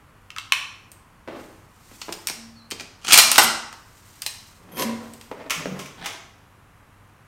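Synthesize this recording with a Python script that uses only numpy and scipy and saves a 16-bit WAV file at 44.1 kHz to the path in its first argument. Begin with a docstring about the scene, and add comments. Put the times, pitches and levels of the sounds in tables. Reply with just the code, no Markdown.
"""Faint ventilation fills a small, hard-walled range, then the magazine of a bolt-action rifle snaps home.
Hands knock the stock on its bench; the bolt is lifted, drawn back, run forward and locked with steel clacks.
The bipod skids, its springs creak, the barrel hums and a sleeve rustles as the rifle is shouldered.
Blows are noise bursts and dying tones, rubbing is uneven noise, and echoes and a tail make the room.
The loudest clacks overload the microphone."""
import sys
import numpy as np
from scipy import signal
from scipy.fft import rfft, irfft, next_fast_len
from scipy.io import wavfile
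from scipy.ndimage import uniform_filter1d, minimum_filter1d, map_coordinates

SR = 44100
rng = np.random.default_rng(int(sys.argv[2]) if len(sys.argv) > 2 else 0)


def store_wav(level_fs):
    """Save 16-bit WAV to argv[1]."""
    pcm = np.round(np.clip(np.atleast_2d(level_fs), -1, 1) * 32767)
    wavfile.write(sys.argv[1], SR, pcm.T.astype(np.int16))


N = 320871

# Tones of the ringing steel action. Each row: pitch in Hz, relative level in dB, time to die by 60 dB in seconds.
STEEL_MODES = [(1292, -4, .12), (2393, -2, .16), (2964, -3, .14), (4067, -6, .15), (4119, 2, .4),
               (4175, 1, .3), (4667, 0, .05), (4841, -1, .1), (4960, -3, .1), (5430, -1, .05),
               (6183, -6, .12), (6952, -6, .12), (9066, -3, .07), (9177, -5, .07)]
# Colour of the bright edge of a blow. Each row: frequency in Hz, relative spectrum level in dB.
EDGE_COLOUR = [(4000, -30), (7300, -5.5), (9000, 1), (10000, -9.5), (12000, -24)]
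# Colour of the highest fizz of a blow. Each row: frequency in Hz, relative spectrum level in dB.
FIZZ_COLOUR = [(8000, -45.5), (10500, -3.5), (13000, 2.5), (16000, -10), (20000, -25)]


def amp(db):
    """Turn decibels into a gain."""
    return 10 ** (np.asarray(db) / 20)


def unit(x):
    """Scale to an average (rms) level of 1."""
    return x / np.sqrt(np.mean(x ** 2) + 1e-20)


def clock(size):
    """Give the time in seconds of each sample."""
    return np.arange(size) / SR


def along(points, hz):
    """Read values between (Hz, value) points, with frequency on a log axis."""
    point_hz, values = np.transpose(points)
    return np.interp(np.log(hz + 1), np.log(point_hz + 1), values)


def curves(rows):
    """Draw each column after the time as a line with one value per sample."""
    seconds, *columns = np.transpose(rows)
    return [np.interp(clock(N), seconds, column) for column in columns]


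def coloured(x, spectrum):
    """Make some frequencies of x louder than others, as the spectrum says, at rms 1."""
    m = next_fast_len(len(x))
    gain = amp(along(spectrum, np.fft.rfftfreq(m, 1 / SR)))
    return unit(irfft(rfft(x, m) * gain, m)[:len(x)])


def fade(t60, size):
    """Die away by 60 dB in t60 seconds."""
    return np.exp(-np.log(1000) * clock(size) / max(t60, 1e-3))


def burst(spectrum, t60, size=16384):
    """A blow into many close, damped modes: a dying, evenly spread rattle with a colour."""
    rattle = rng.standard_normal(size) * fade(t60, size)
    # keep only the phases, so that no one mode stands out
    even = irfft(np.exp(1j * np.angle(rfft(rattle)))) * fade(5 * t60, size)
    even *= np.linalg.norm(fade(t60, size)) / np.linalg.norm(even)
    gain = amp(along(spectrum, np.fft.rfftfreq(size, 1 / SR)))
    # fold the log spectrum onto positive time: the colour cannot sound before the blow
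    causal = irfft(np.log(unit(gain) + 1e-6)) * (1 + np.sign(np.fft.fftfreq(size)))
    return irfft(np.exp(rfft(causal)) * rfft(even))


def ring(modes, size=SR):
    """Clear tones struck together, each dying at its own pace, with alternating signs."""
    total = np.zeros(size)
    for k, (hz, db, t60) in enumerate(modes):
        tone = np.sin(2 * np.pi * hz * clock(size))
        total += amp(db) * fade(t60, size) * tone * (-1) ** k
    return total


def add(track, s, sound):
    """Mix a sound into the track at s seconds."""
    part = track[round(s * SR):][:len(sound)]
    part += sound[:len(part)]


def wobble(rate):
    """A smooth random curve through rate random points a second."""
    return map_coordinates(rng.standard_normal(N // 8), [clock(N) * rate], mode="wrap")


def friction(spectrum, rate, grip_db):
    """Rubbing surfaces: coloured noise whose strength wanders at rate points a second."""
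    return coloured(rng.standard_normal(N) * amp(grip_db * wobble(rate)), spectrum)


def strokes(rows, release):
    """Gain of movements: each swells by 60 dB in its rise time, holds, and dies by 60 dB in release seconds."""
    t, gain = clock(N), np.zeros(N)
    for s, held, rise, db in rows:
        before = np.maximum(s - t, 0) / max(rise, 1e-3)
        after = np.maximum(t - s - held, 0) / release
        gain = np.maximum(gain, amp(db) * np.exp(-np.log(1000) * (before + after)))
    return gain


def ventilation():
    """Steady air noise, and a fan motor's hum that wanders slightly in level and phase."""
    # Colour of the air noise. Each row: frequency in Hz, relative spectrum level in dB.
    air_colour = [(12, -41.5), (20, -9), (65, -8), (98, -5.5), (204, -13), (228, -13.5), (301, -17.5),
                  (377, -19), (607, -20.5), (738, -20), (1060, -15.5), (2910, -28), (4060, -36.5),
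                  (12100, -38), (16000, -46.5)]
    # Fan motor tones. Each row: pitch in Hz, middle level in dB.
    hum_tones = [(100, -59.5), (300, -72)]
    air_db = -53.5
    out = amp(air_db) * coloured(rng.standard_normal(N), air_colour)
    for hz, db in hum_tones:
        out += amp(db + 2 * wobble(4)) * np.sin(2 * np.pi * hz * clock(N) + wobble(12))
    return out


def sleeve():
    """Fleece rubs on itself as the arm moves, heard as soft uneven noise."""
    # Arm movements. Each row: full speed in seconds, time held in seconds, rise in seconds, level in dB.
    arm_moves = [(1.4, 0.016, 0.32, -55.5), (1.95, 0.22, 1, -52), (4.08, 0.39, 2.8, -55.5),
                 (5.04, 0.18, 1.5, -56), (5.4, 0.66, 0.91, -65)]
    # Colour of the cloth. Each row: frequency in Hz, relative spectrum level in dB.
    cloth_colour = [(1180, -29.5), (2000, -1), (2380, -6), (6940, -3), (9010, -3.5), (10400, -12),
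                    (13800, -6.5), (16000, -19)]
    return strokes(arm_moves, release=1.2) * friction(cloth_colour, rate=110, grip_db=1.5)


def barrel():
    """The free barrel swells into a hum after each blow, then its tones die away."""
    # Blows. Each row: start in seconds, level in dB, swell in seconds, level of the upper tones in dB.
    barrel_blows = [(2.349, -33.5, 1, -12), (3.189, -43.5, 0.048, -5.5), (3.385, -36, 0.0403, 3.5),
                    (4.845, -26, 0.053, -1)]
    # Barrel tones. Each row: pitch in Hz, relative level in dB, time to die by 60 dB in seconds.
    barrel_modes = [(228.4, 5, 0.72), (483, -11, 0.91), (756, -17.5, 0.98), (970, -11, 0.84),
                    (1035, -12, 0.74), (1800, -24, .35), (2040, -19, .35), (2350, -16.5, .36)]
    out = np.zeros(N)
    for s, db, swell, upper_db in barrel_blows:
        hum = ring(barrel_modes[:1]) + amp(upper_db) * ring(barrel_modes[1:])
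        add(out, s, amp(db) * hum * (1 - fade(swell, SR)))
    return out


def springs():
    """The bipod's coils slip at an uneven rate under load; each slip is a very high tick."""
    # Creaks. Each row: full load in seconds, time held in seconds, rise in seconds, relative level in dB.
    creaks = [(3.43, 0.017, 0.022, -23), (4.72, 0.069, 0.025, -51), (4.79, 0.05, 0.13, -34)]
    # Coil tones. Each row: pitch in Hz, relative level in dB, time to die by 60 dB in seconds.
    coil_modes = [(3210, -13.5, 0.065), (6250, -17.5, 0.041), (9400, -12, 0.023), (11600, -2, 0.011),
                  (12500, -7, .004), (13700, -2.5, .004)]
    turns = np.cumsum(170 * np.exp(0.36 * wobble(110))) / SR  # about 170 slips a second
    # one click at each whole turn, each with its own strength
    slips = np.diff(np.floor(turns), prepend=0) * amp(2.8 * wobble(200))
    ticks = unit(signal.fftconvolve(slips, ring(coil_modes))[:N])
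    return amp(0.5) * strokes(creaks, release=0.033) * ticks


def bipod():
    """The feet skid on the bench as rough noise; the legs grind and jolt in their hinges."""
    # Skids of the feet. Each row: full speed in seconds, time held in seconds, rise in seconds, level in dB.
    skids = [(4.785, 0.03, 0.077, -28), (5.805, 0.007, 0.3, -44.5)]
    # Hinge grinding before a jolt. Each row: full speed in seconds, time held in seconds, rise in seconds,
    # level in dB.
    grinds = [(6.035, 0.03, 0.17, -36)]
    # Jolts of the legs. Each row: start in seconds, relative level in dB, time to die by 60 dB in seconds.
    jolts = [(5.498, -13, 0.039), (5.506, -5.5, 0.06), (5.792, -19.5, 0.06), (5.859, -26, 0.056),
             (6.044, -29, 0.26), (6.059, -13, 0.063)]
    # Colours of feet, hinges and legs. Each row: frequency in Hz, relative spectrum level in dB.
    feet_colour = [(59, -23), (100, -4), (234, 1), (381, -3.5), (535, 0), (818, -14.5), (1080, 2),
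                   (1200, -21), (1950, -10), (2080, -9), (2630, -15.5), (5900, -19.5), (7450, -23.5),
                   (12100, -20.5), (16000, -33.5)]
    hinge_colour = [(180, -43), (300, -4.5), (593, -11), (745, -1.5), (1140, -14), (1580, -5), (1970, -11),
                    (2840, -15), (3350, -9), (5700, -24), (6740, -33), (8360, -28), (16000, -49)]
    legs_colour = [(300, -19), (550, -13), (800, -10), (1150, 0.5), (1600, -4.5), (2250, 1), (3150, -1.5),
                   (4200, -10.5), (6000, -4), (8000, -11), (12000, -15.5), (16000, -20)]
    out = strokes(skids, release=0.087) * friction(feet_colour, rate=300, grip_db=0.0)
    out += strokes(grinds, release=0.23) * friction(hinge_colour, rate=300, grip_db=6.5)
    for s, db, t60 in jolts:
        add(out, s, amp(db - 11.5) * burst(legs_colour, t60))
    return out


def stock():
    """Hands knock and rub the hollow stock, with the bench booming under it."""
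    # Stock and elbows shifting on the bench. Each row: full speed in seconds, time held in seconds,
    # rise in seconds, rub level in dB, relative boom level in dB.
    shifts = [(1.289, 0.063, 0.023, -42, -46), (4.76, 0.044, 0.45, -43, -37), (4.92, 0.11, 0.1, -46, -61),
              (5.39, 0.1, 0.25, -44.5, -50), (5.575, 0.16, 0.11, -43.5, -33.5),
              (5.975, 0.05, 0.07, -57, -43)]
    # Dull knocks of hand and stock. Each row: start in seconds, relative level in dB.
    thumps = [(1.276, -22.5), (1.284, -22), (1.329, -43), (1.913, -32), (2.083, -23), (2.091, -19),
              (2.299, -28), (2.721, -25), (2.807, -27.5), (5.314, -19), (5.464, -31.5), (5.657, -14)]
    # Tones of the hollow stock. Each row: pitch in Hz, relative level in dB, time to die by 60 dB in seconds.
    butt_modes = [(331.4, -5, 0.028), (438.6, 0, 0.023), (544.5, -6, 0.019), (890, -3.5, 0.012)]
    # Colours of the stock and of the bench. 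Each row: frequency in Hz, relative spectrum level in dB.
    stock_colour = [(120, -28), (260, -3), (420, -5), (600, -8), (950, -14), (1400, -16.5), (2200, -20),
                    (5000, -34), (12000, -53)]
    boom_colour = [(60, -30.5), (120, -8), (155, -3), (188, 6.5), (220, -7), (300, -22), (500, -41.5)]
    bench_db, bench_grows = -28, 0.62  # bench under a 0 dB knock; dB of boom per dB of knock

    rub = strokes([(s, held, rise, db) for s, held, rise, db, _ in shifts], release=0.63)
    boom = strokes([(s, held, rise, db) for s, held, rise, _, db in shifts], release=0.071)
    out = rub * friction(stock_colour, rate=90, grip_db=3)
    out += amp(-7.0) * boom * friction(boom_colour, rate=40, grip_db=-1.5)
    for s, db in thumps:
        knock = amp(-9.5) * ring(butt_modes, size=16384) + amp(-5) * burst(stock_colour, t60=0.026)
        bench = amp(bench_db + bench_grows * db) * burst(boom_colour, t60=0.052)
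        add(out, s, amp(db) * knock + bench)
    return out


def raceway():
    """The bolt squeaks on its cam, then scrapes back and forward; the scraping rings the receiver."""
    # Squeak of the bolt cam. Each row: time in seconds, middle pitch in Hz, level in dB.
    squeak_path = [(2.53, 4460, -81), (2.57, 4410, -51), (2.62, 4090, -55.5), (2.69, 4220, -63.5),
                   (2.72, 4000, -81.5)]
    # Bolt strokes back, forward and home. Each row: full speed in seconds, time held in seconds,
    # rise in seconds, relative level in dB.
    slides = [(3.095, 0.081, 0.14, -17.5), (3.26, 0.13, 0.11, -27), (3.42, 0.023, 0.12, -18)]
    # Colour of the scrape. Each row: frequency in Hz, relative spectrum level in dB.
    raceway_colour = [(120, -47.5), (200, -9), (558, -23.5), (806, -13.5), (933, -21.5), (1300, -6.5),
                      (1740, -15.5), (3130, -6), (3620, -14.5), (4120, -14.5), (6520, -13.5), (9060, -20),
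                      (16000, -36.5)]
    hz, squeak_db = curves(squeak_path)
    shaky_hz = hz * (1 + .02 * wobble(300))
    squeak = amp(squeak_db) * np.sin(2 * np.pi * np.cumsum(shaky_hz) / SR)
    scrape = friction(raceway_colour, rate=350, grip_db=5)
    singing = unit(signal.fftconvolve(scrape, ring(STEEL_MODES))[:N])
    return squeak + strokes(slides, release=0.22) * (amp(-3) * scrape + amp(-17) * singing)


def magazine():
    """The plastic magazine ticks along its well and the catch snaps over: short rattles with a ring."""
    # Ticks and snaps. Each row: start in seconds, level in dB, then relative levels in dB of the bright edge
    # and of the hollow well.
    snaps = [(0.304, -23, -27.5, -9), (0.363, -19, -46, -0.5), (0.373, -31.5, -29, 8),
             (0.384, -11.5, -25, -12.5), (0.522, 5, -26.5, -24.5)]
    # Tones of the shell. Each row: pitch in Hz, relative level in dB, time to die by 60 dB in seconds.
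    shell_modes = [(1063, -10.5, 0.017), (2170, -13, 0.043), (2600, -8, 0.014), (1830, -11, 0.013),
                   (2754, -8, 0.018), (3200, -11.5, 0.013), (3900, -12, 0.016), (4950, -10, 0.0074),
                   (6310, -21, 0.015), (7860, -28.5, 0.008)]
    # Colours of the plastic and of the hollow well. Each row: frequency in Hz, relative spectrum level in dB.
    plastic_colour = [(500, -38.5), (900, -12.5), (1100, -7), (1500, -14), (1950, -5.5), (2750, 8.5),
                      (4000, -1.5), (5250, -2.5), (7000, -7), (10000, -15.5), (16000, -27)]
    well_colour = [(800, -67.5), (1080, -6), (1270, 12), (1480, -0.5), (1900, -2.5), (4000, -37)]
    out = np.zeros(N)
    for s, db, edge_db, hollow_db in snaps:
        rattle = amp(-9) * burst(plastic_colour, t60=0.012)
        hollow = amp(hollow_db - 4.0) * burst(well_colour, t60=0.013)
        bright = burst(EDGE_COLOUR, t60=0.0041) + amp(-6.0) * burst(FIZZ_COLOUR, t60=0.014)
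        shell = amp(-7.5) * ring(shell_modes, size=len(bright))
        add(out, s, amp(db) * (rattle + hollow + amp(edge_db) * bright + shell))
    low_hz = 800  # so small a part radiates little bass
    return signal.sosfilt(signal.butter(2, low_hz, "high", fs=SR, output="sos"), out)


def action():
    """Each steel contact clatters, pings the part that was hit, knocks the receiver and leaves a thin ring."""
    # Steel-on-steel contacts of bolt, action and bipod. Each row: start in seconds, level in dB,
    # relative knock level in dB, relative edge level in dB, pitch of the struck part in Hz.
    contacts = [ (0.9168, -38, -26, -2.5, 8460), (2.016, -18.5, -17, -23.5, 4410),
                (2.1249, -16.5, -23, -15.5, 5140), (2.2711, -12, -32.5, -9, 5560),
                (2.2863, -17, -17, -15.5, 2290), (2.2982, -16, -16.5, -16.5, 5500),
                (2.7045, -32.5, -25, -8, 8400), (2.7112, -18.5, -32, -14.5, 3110),
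                (2.7174, -16, -23.5, -26, 4290), (2.798, -20.5, -20, -29, 2410),
                (2.8073, -23, -20.5, -21, 1880), (3.048, -21, -14, -21, 4400),
                (3.0817, -10, -19, -20.5, 3170), (3.1111, -8, -29, -17, 2620),
                (3.1222, 5, -29.5, -20.5, 3250), (3.1311, 6, -31, -7.5, 4610),
                (3.1405, 5.5, -20, -14.5, 2360), (3.1758, 6, -20.5, -6.5, 9000),
                (3.186, 9.5, -19.5, -14.5, 4140), (3.1961, 0, -22.5, -13.5, 6900),
                (3.3158, -3.5, -20, -7.5, 9340), (3.3581, -6.5, -16.5, -16.5, 3860),
                (3.381, 8.5, -9, -12, 1320), (3.3842, 3.5, -12, -16.5, 2710),
                (3.3924, -6.5, -7, -13.5, 1360), (3.7274, -29, -9, -19, 1720),
                (4.2198, -18.5, -26, -10, 4900), (4.2633, -12, -19.5, -11.5, 4050),
                (4.7705, -28.5, -7, -15, 2390), (4.796, -16, -35, -21, 2970), (4.8224, -14, -11, -17, 2150),
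                (5.1362, -34, -14, -8.5, 8150), (5.2122, -31.5, -17, -15, 3260)]
    # Tones of the struck part. Each row: ratio to its pitch, relative level in dB,
    # time to die by 60 dB in seconds.
    part_modes = [(1, 0, .015), (.62, -8, .011), (1.33, -9, .009)]
    # Colours of the clatter and of the knock. Each row: frequency in Hz, relative spectrum level in dB.
    clatter_colour = [(600, -41.5), (1200, -6.5), (1800, -5.5), (2600, -0.5), (3500, -3.5), (5000, -0.5),
                      (7000, -6), (9000, -12.5), (12000, -28.5)]
    knock_colour = [(60, -29), (200, -14.5), (450, -6.5), (680, 2), (900, 3.5), (1350, 3.5), (1750, -1.5),
                    (2300, -11.5), (5000, -50)]
    steel_db, steel_grows = -39.5, 0.31  # ring in a 0 dB contact; extra dB of ring per dB of contact

    out = np.zeros(N)
    for s, db, knock_db, edge_db, part_hz in contacts:
        clatter = amp(-10.0) * burst(clatter_colour, t60=0.039)
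        knock = amp(knock_db) * burst(knock_colour, t60=0.032)
        bright = amp(3.5) * burst(EDGE_COLOUR, t60=0.013) + amp(-5.5) * burst(FIZZ_COLOUR, t60=0.037)
        crack = amp(edge_db) * bright
        part = [(part_hz * ratio, level, life) for ratio, level, life in part_modes]
        ping = amp(-7) * ring(part, size=len(knock))
        # each blow lands elsewhere, so the balance of the tones varies
        struck = [(hz, level + 2 * rng.standard_normal(), life) for hz, level, life in STEEL_MODES]
        thin_ring = amp(steel_db + steel_grows * db) * ring(struck, size=len(knock))
        add(out, s, amp(db) * (clatter + knock + crack + ping + thin_ring))
    return out


def reverb(x, size=16384):
    """The room's diffuse tail: dying noise, drawn afresh for each overlapping piece as if the shooter moves."""
    # How long the room rings. Each row: frequency in Hz, time to die by 60 dB in seconds.
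    room_decay = [(120, 0.74), (400, 0.57), (1000, 0.69), (3000, 0.58), (6000, 0.63), (9000, 0.46),
                  (15000, 0.31)]
    out = np.zeros(N)
    for start in range(0, N - size, size // 2):
        hz, t, z = signal.stft(rng.standard_normal(SR), SR, nperseg=256)
        dying = np.exp(-np.log(1000) * t / along(room_decay, hz)[:, None])
        tail = signal.istft(z * dying, SR, nperseg=256)[1]
        tail *= 1 - fade(0.0099, len(tail))  # the tail builds up softly
        piece = x[start:start + size] * signal.get_window("hann", size)
        add(out, start / SR, signal.fftconvolve(piece, tail / np.linalg.norm(tail)))
    return out


def scene():
    """Mix all sources, the echoes of most of them off the near walls, and the room's tail."""
    # Early echoes. Each row: delay in seconds, gain as a plain factor.
    walls = [(.0073, 0.14), (0.012, 0.22), (0.0139, .12), (.019, .1)]
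    snap, steel, knocks, legs = magazine(), action() + raceway(), stock(), bipod()
    direct = snap + steel + knocks + legs + springs() + sleeve()
    out = direct + barrel() + ventilation()
    for delay, gain in walls:
        add(out, delay, gain * direct)
    return out + reverb(amp(-5) * snap + amp(-4) * steel + amp(-1.0) * knocks + amp(2.0) * legs)


def record(dry):
    """A fast limiter ducks the loudest clacks, what is left flattens at full scale, and the top is cut."""
    top_hz = 16250  # nothing passes above this
    needed = 1 / np.maximum(1, np.abs(dry) / amp(6))
    # spread each dip over neighbouring samples, then smooth it
    ducked = dry * uniform_filter1d(minimum_filter1d(needed, size=67), size=67)
    clipped = ducked / (1 + np.abs(ducked) ** 8) ** (1 / 8)
    m = next_fast_len(N + 8192)
    passed = np.clip((top_hz - np.fft.rfftfreq(m, 1 / SR)) / 400, 0, 1) ** 2  # falls over the last 400 Hz
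    return irfft(rfft(clipped, m) * passed, m)[None, :N]


dry = scene()
out = record(dry)
store_wav(out)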